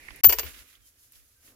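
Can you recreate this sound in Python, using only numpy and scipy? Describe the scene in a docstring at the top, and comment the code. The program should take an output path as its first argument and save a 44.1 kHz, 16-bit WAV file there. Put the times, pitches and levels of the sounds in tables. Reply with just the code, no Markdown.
"""Faint outdoor air and ticks of grit, a brief silence, then bright metal clacks up close.
A brass valve plate is set down on a wet steel sheet lying on soil and rocks from edge to edge.
Each of its double clacks rings the damped sheet and a very high, beating pair of modes in the brass.
Air buffets the left microphone port as the hand withdraws. Soft hiss and rustle swell and fade,
with two far-off whistles barely showing through."""
import sys
import numpy as np
from scipy import signal
from scipy.fft import rfft, irfft
from scipy.io import wavfile
from scipy.ndimage import uniform_filter1d, minimum_filter1d

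SR = 44100
rng = np.random.default_rng(int(sys.argv[2]) if len(sys.argv) > 2 else 0)


def master_out(mix):
    """Clip the mix to full scale and print it as 16-bit PCM to the path in sys.argv[1]."""
    frames = np.transpose(np.atleast_2d(mix))
    ceiling = np.clip(frames, -1, 1)
    pcm = np.round(ceiling * 32767).astype(np.int16)
    wavfile.write(sys.argv[1], SR, pcm)


N = 68355
TIME = np.arange(N) / SR
HIT_SAMPLES = 12000  # room for one clack or tick to ring out
PORTS_ALIKE_HZ = 1200  # the stereo image narrows below this

# Hits of the plate's edges on the sheet; modes_db is relative to clack_db:
# start_s, clack_db, tilt_db_per_octave, modes_db, brass_db, brass_pan_db
CONTACTS = [(0.2367, -17, 6.5, -19.5, -8.5, 13), (0.2445, -11, -0.35, -23, -1.84, 1),
            (0.2951, -18, 0.1, -20.5, -11.5, -0.5), (0.3042, -26.5, 5.5, -9, -21.5, -1),
            (0.3248, -17.5, 1.3, -18.5, -16.5, 12), (0.3338, -25.5, -4, -18, -20, -6),
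            (0.3419, -29.5, 6, -29, -31.5, -1), (0.3858, -19.5, 1.4, -23, -29, 12),
            (0.3942, -19.5, 2.4, -22.5, -27.5, -8), (0.4318, -33.5, -5.5, -17.5, -41, 19),
            (0.4442, -44.5, -11, -20, -41, 15)]


def undb(db):
    """Decibels to gain."""
    return 10 ** (np.asarray(db) / 20)


def pan(db):
    """Stereo gains for a left-minus-right level difference."""
    return undb(np.array([[db], [-db]]) / 2)


def since(start):
    """Seconds since a moment, zero before it."""
    return np.maximum(TIME - start, 0)


def fade(age, t60):
    """Exponential decay, 60 dB down after t60 seconds."""
    return np.exp(-np.log(1000) * age / t60)


def fader(points):
    """Gain riding through (time_s, level_db) points."""
    return undb(np.interp(TIME, *np.array(points).T))


def colour(noise, spectrum, tilt_db=0, tilt_from_hz=440):
    """Shape white noise at constant power, tilting it by tilt_db per octave above the bass."""
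    size = noise.shape[-1]
    freq = np.maximum(np.fft.rfftfreq(size, 1 / SR), 1)
    hz, db = np.array(spectrum).T
    octaves = np.log2(np.maximum(freq / tilt_from_hz, 1))
    gain = undb(np.interp(np.log(freq), np.log(hz), db) + tilt_db * octaves)
    return irfft(rfft(noise) * gain / np.sqrt(np.mean(gain ** 2)), size)


def port_noise(size=N):
    """White noise at two microphone ports: alike in the bass, unrelated in the treble."""
    alike = 1 / (1 + (np.fft.rfftfreq(size, 1 / SR) / PORTS_ALIKE_HZ) ** 2) ** 2
    mid, side = rfft(rng.standard_normal((2, size)))
    mid *= np.sqrt((1 + alike) / 2)
    side *= np.sqrt((1 - alike) / 2)
    return irfft(np.array([mid + side, mid - side]), size)


def place(sound, start):
    """Lay a stereo sound on the timeline at its start time."""
    lead = int(start * SR)
    return np.pad(sound, ((0, 0), (lead, max(N - lead - sound.shape[1], 0))))[:, :N]


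def flicker(rate_hz, depth_db):
    """A gain that wavers quickly and at random."""
    size = int(SR / rate_hz)
    steps = np.repeat(rng.standard_normal(N // size + 1), size)[:N]
    return undb(depth_db * uniform_filter1d(steps, size))


def opening_air(level_db=-51.5):
    """Outdoor air with a band of hiss near 2 kHz, leaning right."""
    # Tone of the air: freq_hz, density_db
    spectrum = [(25, 8.5), (50, 7), (110, 4.5), (180, -5), (300, 2.5), (700, -7), (1400, -8), (1900, 6.5),
                (2400, 5.5), (3100, -6), (4500, -7), (8800, -12), (10300, -3.5), (11500, -10.5),
                (15500, -15), (16300, -32.5)]
    return undb(level_db) * pan(-4.5) * colour(port_noise(), spectrum) * flicker(rate_hz=27, depth_db=0.9)


def grit_ticks(t60_s=0.027):
    """Grit and handling make tiny noise bursts, each ringing in its own band."""
    # Ticks: start_s, level_db, centre_hz, half_width_octaves, pan_db
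    ticks = [(0.084, -37, 2095, 0.13, -13.5), (0.086, -43.5, 1170, 0.21, 3), (0.106, -41.5, 1750, 0.87, -7),
             (0.160, -44, 11300, 0.42, 4), (0.752, -52, 3300, 0.17, -5), (1.1213, -47, 11650, 0.4, 1),
             (1.134, -58, 3400, 0.94, -3), (1.155, -55.5, 3550, 0.34, 4.5)]
    out, age = 0, TIME[:HIT_SAMPLES]
    for start, db, hz, octaves, pan_db in ticks:
        edges = np.minimum(hz * 2. ** np.array([-octaves, octaves]), SR / 2 - 1)
        band = signal.butter(2, edges, "bandpass", fs=SR, output="sos")
        makeup = np.sqrt(SR / 2 / np.ptp(edges))
        tick = signal.sosfilt(band, port_noise(HIT_SAMPLES) * fade(age, t60_s)) * makeup
        out += undb(db) * pan(pan_db) * place(tick, start)
    return out


def air_puffs():
    """Moving air pushes on one port for a few slow swings: a soft, low bump."""
    # Puffs: centre_s, level_db, width_s, pitch_hz, port (0 left, 1 right)
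    puffs = [(0.121, -43, 0.012, 49.5, 1), (0.278, -25.5, 0.0055, 125, 0), (0.296, -30, .014, 59, 0),
             (0.384, -39, 0.032, 54.24, 0), (0.462, -35, 0.017, 72, 0), (0.531, -49, 0.028, 48, 0),
             (0.607, -49.5, 0.015, 51, 0), (0.247, -45.5, 0.0058, 74.6, 0), (0.811, -58.5, 0.026, 51.5, 1),
             (1.199, -60, .035, 44.6, 1), (1.2, -60, 0.03, 45.3, 0)]
    out = np.zeros((2, N))
    for centre, db, width, hz, port in puffs:
        t = TIME - centre
        swell = np.exp(-(t / width) ** 2 / 2)
        out[port] += undb(db) * swell * np.sin(2 * np.pi * hz * t + rng.uniform(0, 2 * np.pi))
    return out


def outdoor_bed(rumble_db=-72.5):
    """Treble hiss, midrange rustle and low outdoor noise swell and fade over a steady rumble."""
    # Tone of each layer: freq_hz, density_db
    hiss_tone = [(900, -34.5), (1500, -22.5), (3500, -6.5), (5000, -0.5), (7000, 1.5), (8700, -4),
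                 (10200, 4.5), (12500, 3), (15500, -2), (16300, -22)]
    rustle_tone = [(600, -29.5), (950, -13.5), (1250, -4.5), (1700, -1.5), (2400, -0.5), (3300, -2.5),
                   (4500, -7), (8000, -16)]
    low_tone = [(100, 1.5), (190, -9.5), (270, 3), (340, -3.5), (520, -3.5), (850, -12.5), (1400, -8.5),
                (3000, -23.5)]
    rumble_tone = [(15, -21.5), (30, -8), (50, -0.5), (75, -1), (120, -6.5), (200, -26.5), (500, -45)]
    # Swells of the moving layers: time_s, level_db
    hiss_swells = [(.235, -46.5), (.42, -56), (.48, -47), (.53, -54), (.6, -51.5), (.645, -63), (.7, -56.5),
                   (.75, -62), (.8, -68), (.875, -57.5), (.95, -69), (1.03, -57), (1.1, -65.5),
                   (1.16, -56.5), (1.22, -64), (1.4, -65.5), (1.47, -55), (1.55, -66)]
    rustle_swells = [(.235, -56.5), (.48, -47), (.53, -54.5), (.61, -52.5), (.64, -64), (.75, -60.5),
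                     (.79, -72), (.95, -74.5), (1.11, -72.5), (1.16, -63.5), (1.22, -73), (1.39, -77.5),
                     (1.48, -62.5), (1.55, -75)]
    low_swells = [(.235, -80), (.47, -51.5), (.53, -62.5), (.62, -64), (.7, -74), (.95, -76.5),
                  (1.16, -74.5), (1.39, -78), (1.49, -62), (1.55, -66)]
    hiss = colour(port_noise(), hiss_tone) * fader(hiss_swells) * pan(-1.5)
    hiss *= flicker(rate_hz=60, depth_db=1.5)
    rustle = colour(port_noise(), rustle_tone) * fader(rustle_swells) * pan(-7)
    rustle *= flicker(rate_hz=180, depth_db=2.0)
    low = colour(port_noise(), low_tone) * fader(low_swells)
    rumble = undb(rumble_db) * colour(port_noise(), rumble_tone)
    return hiss + rustle + low + rumble


def sheet_clacks(common_share=0.6):
    """Each hit sets off the steel's dense modes, quickly damped by the soil, and a few longer ones."""
    # Tone of the dense, short-lived modes: freq_hz, density_db
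    sheet_tone = [(40, -23.5), (120, -26.5), (280, -27.5), (360, -5.5), (650, -6), (770, -7.5), (970, -3.5),
                  (1300, -4), (2100, 1.5), (2800, 2), (3500, -7), (4200, -8), (4750, 0.5), (6000, -2),
                  (7200, -2.5), (8800, -10), (10500, -12), (13200, -9), (14300, 2.5), (15600, -17),
                  (16300, -30.5)]
    # Modes that stand out: pitch_hz, level_db, t60_s, pan_db
    sheet_modes = [(438.4, -7, .2, 3.5), (573, -2.5, 0.066, 4), (683, -9, 0.09, 10),
                   (963, -1.5, 0.095, -3.5), (1599, -3.5, 0.072, 2), (1850, -5.5, 0.109, 0),
                   (2260, -1, 0.056, -1), (2336, -3, 0.11, -0.5), (2732, -2, 0.045, -1),
                   (2768, -1, 0.083, -4), (2916, 0.5, 0.078, -9), (3436, -7, .07, 9.5),
                   (4596, 0.5, 0.087, 0), (5536, -4.5, 0.08, -7)]
    # Snap, body and tail, the brightest dying first: level_db, hold_s, t60_s, tilt_db_per_octave
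    stages = [(-10, 0, 0.0081, 7), (-4.5, 0.0014, .036, -0.33), (-21.5, 0.0041, 0.094, -7.5)]
    out, age = 0, TIME[:HIT_SAMPLES]
    common = np.sqrt(common_share) * port_noise(HIT_SAMPLES)  # gives all hits a family likeness
    hz, mode_db, mode_t60, pan_db = np.array(sheet_modes).T
    modes = np.exp(2j * np.pi * hz[:, None] * age) * fade(age, mode_t60[:, None])
    port_gains = undb(mode_db + np.array([pan_db, -pan_db]) / 2)
    phase_spread = np.minimum((hz / PORTS_ALIKE_HZ) ** 2, np.pi)  # higher modes sound wider
    port_gains = port_gains * np.exp(1j * rng.uniform(-1, 1, port_gains.shape) * phase_spread)
    for start, db, tilt_db, modes_db, _, _ in CONTACTS:
        noise = common + np.sqrt(1 - common_share) * port_noise(HIT_SAMPLES)
        strike_phases = np.exp(2j * np.pi * rng.random(len(hz)))
        clack = undb(modes_db) * ((port_gains * strike_phases) @ modes).imag
        for stage_db, hold, t60, stage_tilt_db in stages:
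            envelope = fade(np.maximum(age - hold, 0), t60)
            clack += undb(stage_db) * colour(noise, sheet_tone, tilt_db + stage_tilt_db) * envelope
        out += undb(db) * place(clack, start)
    return out


def brass_ring(pitches_hz=(14236, 14263), rise_s=0.0013, choke_s=0.015):
    """Two close modes beat; each hit replaces the ring with a new one, and lying flat chokes it."""
    # The plate's two modes, a negative gain flipping polarity: t60_s, left_gain, right_gain
    brass_modes = [(0.37, -.75, .05), (.2, 1.25, .55)]
    out, ring = 0, 0
    for hz, (t60, left, right) in zip(pitches_hz, brass_modes):
        ring += np.array([[left], [right]]) * np.sin(2 * np.pi * hz * TIME) * fade(TIME, t60)
    for start, _, _, _, db, pan_db in CONTACTS:
        fade_out = np.exp(-since(start) / rise_s)
        out = out * fade_out + (1 - fade_out) * undb(db) * pan(pan_db) * place(ring, start)
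    lies_flat_s = CONTACTS[-1][0]
    return out * np.exp(-since(lies_flat_s) / choke_s)


def far_calls():
    """Short, distant whistles, barely above the outdoor bed."""
    # Whistled calls: centre_s, level_db, width_s, pitch_hz
    calls = [(0.856, -68.5, 0.021, 3130), (1.385, -74, 0.019, 1574)]
    out = 0
    for centre, db, width, hz in calls:
        waver = 0.012 * np.log(flicker(rate_hz=140, depth_db=9))  # about 1% in pitch
        swell = np.exp(-((TIME - centre) / width) ** 2 / 2)
        out += undb(db) * swell * np.sin(2 * np.pi * np.cumsum(hz * (1 + waver)) / SR)
    return out


def scene(silence_from_s=0.21, silence_to_s=0.235):
    """The opening air cuts out; after a brief silence the plate is set down."""
    ambience = opening_air() * (TIME < silence_from_s)
    ambience += outdoor_bed() * (TIME > silence_to_s) + far_calls()
    return ambience + sheet_clacks() + brass_ring() + grit_ticks() + air_puffs()


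def record(dry, ceiling=0.96, limiter_s=0.002, top_hz=16200):
    """A fast limiter holds the loudest peaks, then a steep low-pass trims the very top."""
    window = int(limiter_s * SR)
    peak = np.maximum(np.abs(dry).max(axis=0), ceiling)
    gain = uniform_filter1d(minimum_filter1d(ceiling / peak, window), window)
    lowpass = signal.ellip(8, .2, 70, top_hz, fs=SR, output="sos")
    return signal.sosfilt(lowpass, dry * gain)


dry = scene()
out = record(dry)
master_out(out)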